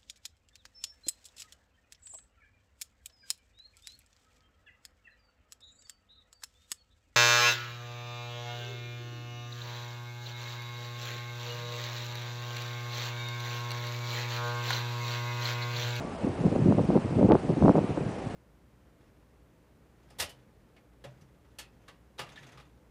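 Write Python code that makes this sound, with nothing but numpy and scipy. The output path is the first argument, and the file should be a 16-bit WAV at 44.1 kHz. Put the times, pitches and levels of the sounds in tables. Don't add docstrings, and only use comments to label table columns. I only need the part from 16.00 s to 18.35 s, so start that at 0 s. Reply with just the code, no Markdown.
import sys
import numpy as np
from scipy import signal
from scipy.io import wavfile
from scipy.ndimage import uniform_filter1d

SR = 44100
rng = np.random.default_rng(int(sys.argv[2]) if len(sys.argv) > 2 else 0)


def decibels_to_gain(level_db):
    exponent = np.asarray(level_db, float) / 20
    return 10 ** exponent


def file_out(sig):
    cols = np.atleast_2d(sig).T
    lim = np.clip(cols, -1, 1)
    pcm = np.round(lim * 32767).astype(np.int16)
    wavfile.write(sys.argv[1], SR, pcm)


N = 103635

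# t/s, peak level/dB, direction (+-1), width/ms
POPS = [(0.5616, -9, 1, 0.91), (0.7243, -11.5, -1, 0.66), (0.7938, -11.5, -1, 0.77),
        (0.9042, -9.5, -1, 0.83), (0.9758, -13, -1, 0.57), (1.2294, -6.5, 1, 0.91), (1.3112, -6.5, -1, 0.6),
        (1.3275, -9.5, -1, 0.48), (1.3472, -9, -1, 0.95), (1.3531, -6.5, -1, 0.42), (1.6248, -9.5, 1, 0.53),
        (1.6317, -11.5, -1, 2.6), (1.6536, -12, -1, 0.44), (1.6601, -9, -1, 0.55), (1.6647, -8, 1, 1.3),
        (1.6817, -3, -1, 0.4), (1.6899, -6, 1, 1.44), (1.6945, -3.5, 1, 0.51), (1.7554, -8, 1, 0.76),
        (1.7827, -6.5, -1, 0.85)]
BUMP_S = 1.3208


def evened(x):
    return x / np.sqrt(np.mean(x ** 2) + 1e-20)


def add(mix, centre_s, sound):
    at = round(centre_s * SR) - len(sound) // 2
    part = mix[max(at, 0):at + len(sound)]
    part += sound[max(-at, 0):][:len(part)]


def band(x, low_hz, high_hz, order=2):
    return signal.sosfilt(signal.butter(order, [low_hz, high_hz], "bandpass", fs=SR, output="sos"), x)


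def hump(t_s, centre_s, length_s):
    return np.exp(-(2 * (t_s - centre_s) / length_s) ** 2)


def roar():
    # f/Hz, density/dB per Hz
    roar_spectrum = [(30, 1.5), (150, 3.5), (700, -2), (1300, -13), (1900, -18), (2650, -18.5), (3300, -25),
                     (10100, -35)]
    # t/s, level/dB
    blade_swell = [
        (0, -1),
        (.5, .5),
        (1.0, -0.2),
        (1.45, -0.6),
        (1.7, 0.9),
        (2.0, -0.2),
        (2.35, -0.8),
    ]
    level_db, top_hz = -36.5, 10100
    patchy_db, flicker_db = .8, .5

    frames, hz = N // 128 + 5, np.fft.rfftfreq(512, 1 / SR)
    real, imag, patches = rng.standard_normal((frames, 257, 3)).T
    patches = uniform_filter1d(patches, size=8, axis=0)
    patches = evened(uniform_filter1d(patches, size=16, axis=1))
    flicker = evened(uniform_filter1d(rng.standard_normal(frames), size=5))

    f, db = np.transpose(roar_spectrum)
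    field_db = np.interp(np.log(hz + 1), np.log(f + 1), db)[:, None]
    field_db = field_db + patchy_db * patches + flicker_db * flicker
    spectra = (real + 1j * imag) * decibels_to_gain(field_db) * (hz < top_hz)[:, None]
    wash = evened(signal.istft(spectra, nperseg=512, noverlap=384)[1][:N])
    swell_db = np.interp(np.arange(N) / SR, *np.transpose(blade_swell))
    return decibels_to_gain(level_db + swell_db) * wash


def whine():
    # f/Hz, level/dB
    whine_tones = [(1868, -71), (2132, -67), (5173, -83), (8000, -80), (8032, -80)]
    waver_db = 2.5
    t, out = np.arange(N) / SR, np.zeros(N)
    all_knots = rng.standard_normal((len(whine_tones), 12))
    for (hz, db), knots in zip(whine_tones, all_knots):
        waver = np.interp(t, np.linspace(0, N / SR, len(knots)), knots)
        out += np.sqrt(2) * decibels_to_gain(db + waver_db * waver) * np.sin(2 * np.pi * hz * t)
    return out


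def buffets():
    # centre/s, length/s, level/dB, pitch/Hz
    eddy_bursts = [(0.046, 0.014, -34, 315), (0.246, 0.018, -24, 270), (0.274, 0.012, -23.5, 326),
                   (0.297, 0.018, -29, 212), (0.325, 0.017, -40, 330), (0.41, 0.034, -30, 240),
                   (0.457, 0.024, -17.5, 281), (0.484, 0.021, -29, 290), (0.533, 0.019, -24.5, 297),
                   (0.561, 0.011, -16.5, 373), (0.598, 0.032, -25.5, 243), (0.645, 0.041, -21, 215),
                   (0.668, 0.029, -20, 222), (0.699, 0.036, -17, 248), (0.722, 0.015, -21.5, 304),
                   (0.748, 0.018, -25.5, 262), (0.794, 0.03, -19, 276), (0.843, 0.016, -26, 249),
                   (0.89, 0.012, -44, 317), (0.901, 0.016, -18, 260), (0.922, 0.0071, -25, 340),
                   (0.94, 0.024, -26, 298), (0.964, 0.028, -17.5, 354), (1.02, 0.0086, -32, 300),
                   (1.057, 0.019, -25.5, 213), (1.089, 0.017, -31, 217), (1.126, 0.028, -27, 235),
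                   (1.169, 0.018, -20.5, 205), (1.194, 0.014, -19, 313), (1.214, 0.0047, -16, 370),
                   (1.245, 0.035, -15.5, 255), (1.289, 0.0043, -15, 333), (1.317, 0.026, -13, 421),
                   (1.354, 0.014, -15.5, 310), (1.448, 0.024, -29.5, 314), (1.5, 0.019, -20, 308),
                   (1.524, 0.017, -24.5, 278), (1.577, 0.016, -23.5, 250), (1.627, 0.028, -15.5, 318),
                   (1.652, 0.036, -14.5, 283), (1.689, 0.031, -15.5, 380), (1.757, 0.02, -19, 300),
                   (1.782, 0.022, -22, 353), (1.815, 0.023, -28.5, 283), (1.845, 0.01, -24, 243),
                   (1.9, 0.016, -26, 250), (1.919, 0.016, -32.5, 340), (1.978, 0.0065, -22.5, 367),
                   (2.014, 0.027, -29, 277), (2.072, 0.034, -30, 250), (2.111, 0.047, -40, 356),
                   (2.25, 0.0088, -41, 216), (2.271, 0.025, -31.5, 194), (2.345, 0.015, -35, 290)]
    eddies_per_s, shorten, cycles = 350, .85, .85
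    pitch_spread, size_spread_db = .44, 3.0
    tilt = .61
    steepen = .36

    rows = np.array(eddy_bursts)
    draws = rng.standard_normal((len(rows), 4, 24))
    t, out, power = np.arange(-4096, 4096) / SR, np.zeros(N), np.zeros(N)
    for (centre_s, length_s, db, pitch_hz), (place, tone, size, turn) in zip(rows, draws):
        slots_s = (np.arange(-12, 12) + .5 + .3 * place) / eddies_per_s
        bell = np.exp(-2 * np.log(2) * (slots_s / (shorten * length_s)) ** 2)
        tone = np.clip(tone - bell @ tone / bell.sum(), -1.4, 1.5)
        hz = (pitch_hz * np.exp(pitch_spread * tone))[:, None]
        u = (t - slots_s[:, None]) * hz
        weight = bell * decibels_to_gain(size_spread_db * size) * np.exp(-tilt * pitch_spread * tone)
        phase = 2 * np.pi * u + 2 * turn[:, None]
        wavelets = np.exp(-(u / cycles) ** 2 * 2) * np.cos(phase + steepen * np.cos(phase))
        burst = weight @ wavelets
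        burst *= np.sqrt(length_s * SR / np.sum(burst ** 2))
        add(out, centre_s, decibels_to_gain(db) * burst)
        add(power, centre_s, decibels_to_gain(2 * db) * np.exp(-4 * np.log(2) * (t / length_s) ** 2))
    return out, power


def rumble(power):
    level_db, top_hz, smooth_s = -19, 75.6, .09
    lazy = uniform_filter1d(power, round(smooth_s * SR))
    heave = evened(band(rng.standard_normal(N), 24, top_hz))
    return decibels_to_gain(level_db) * np.sqrt(abs(lazy) + 1e-4) * heave


def moan():
    t = np.arange(N) / SR
    return decibels_to_gain(-47.5) * hump(t, centre_s=.068, length_s=.097) * np.sin(2 * np.pi * 1149 * t)


def puff(width_ms):
    rebound, run_up = .5, .3
    u = np.arange(-400, 400) / SR / (width_ms / 1000)
    before = np.exp(-(1.5 * (u + .9)) ** 2)
    after = np.exp(-(1.1 * (u - 1.1)) ** 2)
    return np.exp(-(2 * u) ** 2) - rebound * after - run_up * before


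def pops():
    trim_db, min_width_ms = -1, .65
    out = np.zeros(N)
    for centre_s, db, sign, width_ms in POPS:
        add(out, centre_s, np.sign(sign) * decibels_to_gain(db + trim_db) * puff(max(width_ms, min_width_ms)))
    return out


def clearings():
    depth, width_ms = .85, 2.6
    dents, t_ms = np.zeros(N), np.arange(-400, 400) / SR * 1000
    for centre_s in [row[0] for row in POPS] + [BUMP_S]:
        add(dents, centre_s, depth * np.exp(-(t_ms / width_ms) ** 2))
    return 1 - np.minimum(dents, depth)


def bump():
    dent_db, dent_ms = -4, .9
    snap_db, crack_db, edge_ms = -15, -39, .07
    out, t_ms = np.zeros(N), np.arange(-400, 400) / SR * 1000
    add(out, BUMP_S, -decibels_to_gain(dent_db) * puff(dent_ms))
    snap = np.exp(-(t_ms / edge_ms) ** 2 / 2)
    crack = (t_ms >= 0) * np.exp(-abs(t_ms) / edge_ms)
    add(out, BUMP_S - .0003, -decibels_to_gain(snap_db) * snap - decibels_to_gain(crack_db) * crack)
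    return out


def swish():
    reference_hz = 6100
    air = evened(band(rng.standard_normal(N), .85 * reference_hz, .91 * reference_hz))
    return decibels_to_gain(-67) * hump(np.arange(N) / SR, centre_s=1.7, length_s=.1) * air


def pitted(x):
    # from/s, to/s
    dropouts = [
        (1.299, 1.316),
        (1.326, 1.334),
    ]
    hole_share, hole_low_hz = .09, 4900
    starved_share, starved_low_hz = .6, 3200

    hz, t, z = signal.stft(x, SR, nperseg=256, noverlap=192)
    cells = rng.random((len(t) // 6 + 1, 33))
    chance = cells.repeat(6, axis=0).repeat(4, axis=1)[:len(t), :len(hz)].T
    starved = sum((t > start) & (t < end) for start, end in dropouts) * (hz > starved_low_hz)[:, None]
    share = np.maximum(hole_share * (hz > hole_low_hz)[:, None], starved_share * starved)
    return signal.istft(z * (chance > share), SR, nperseg=256, noverlap=192)[1][:N]


def scene():
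    far = roar() + whine()
    gusts, power = buffets()
    port = band(gusts, 79, 1840, order=3)
    wind = clearings() * port + rumble(power) + pops() + bump()
    return (far + wind + moan() + swish())[None]


def top_cut(x):
    return signal.sosfilt(signal.butter(12, 16000, fs=SR, output="sos"), x)


def record(dry):
    low_cut = signal.butter(2, 60, "highpass", fs=SR, output="sos")
    thin = signal.sosfilt(low_cut, pitted(dry[0])[None])
    return top_cut(thin)


dry = scene()
out = record(dry)
file_out(out)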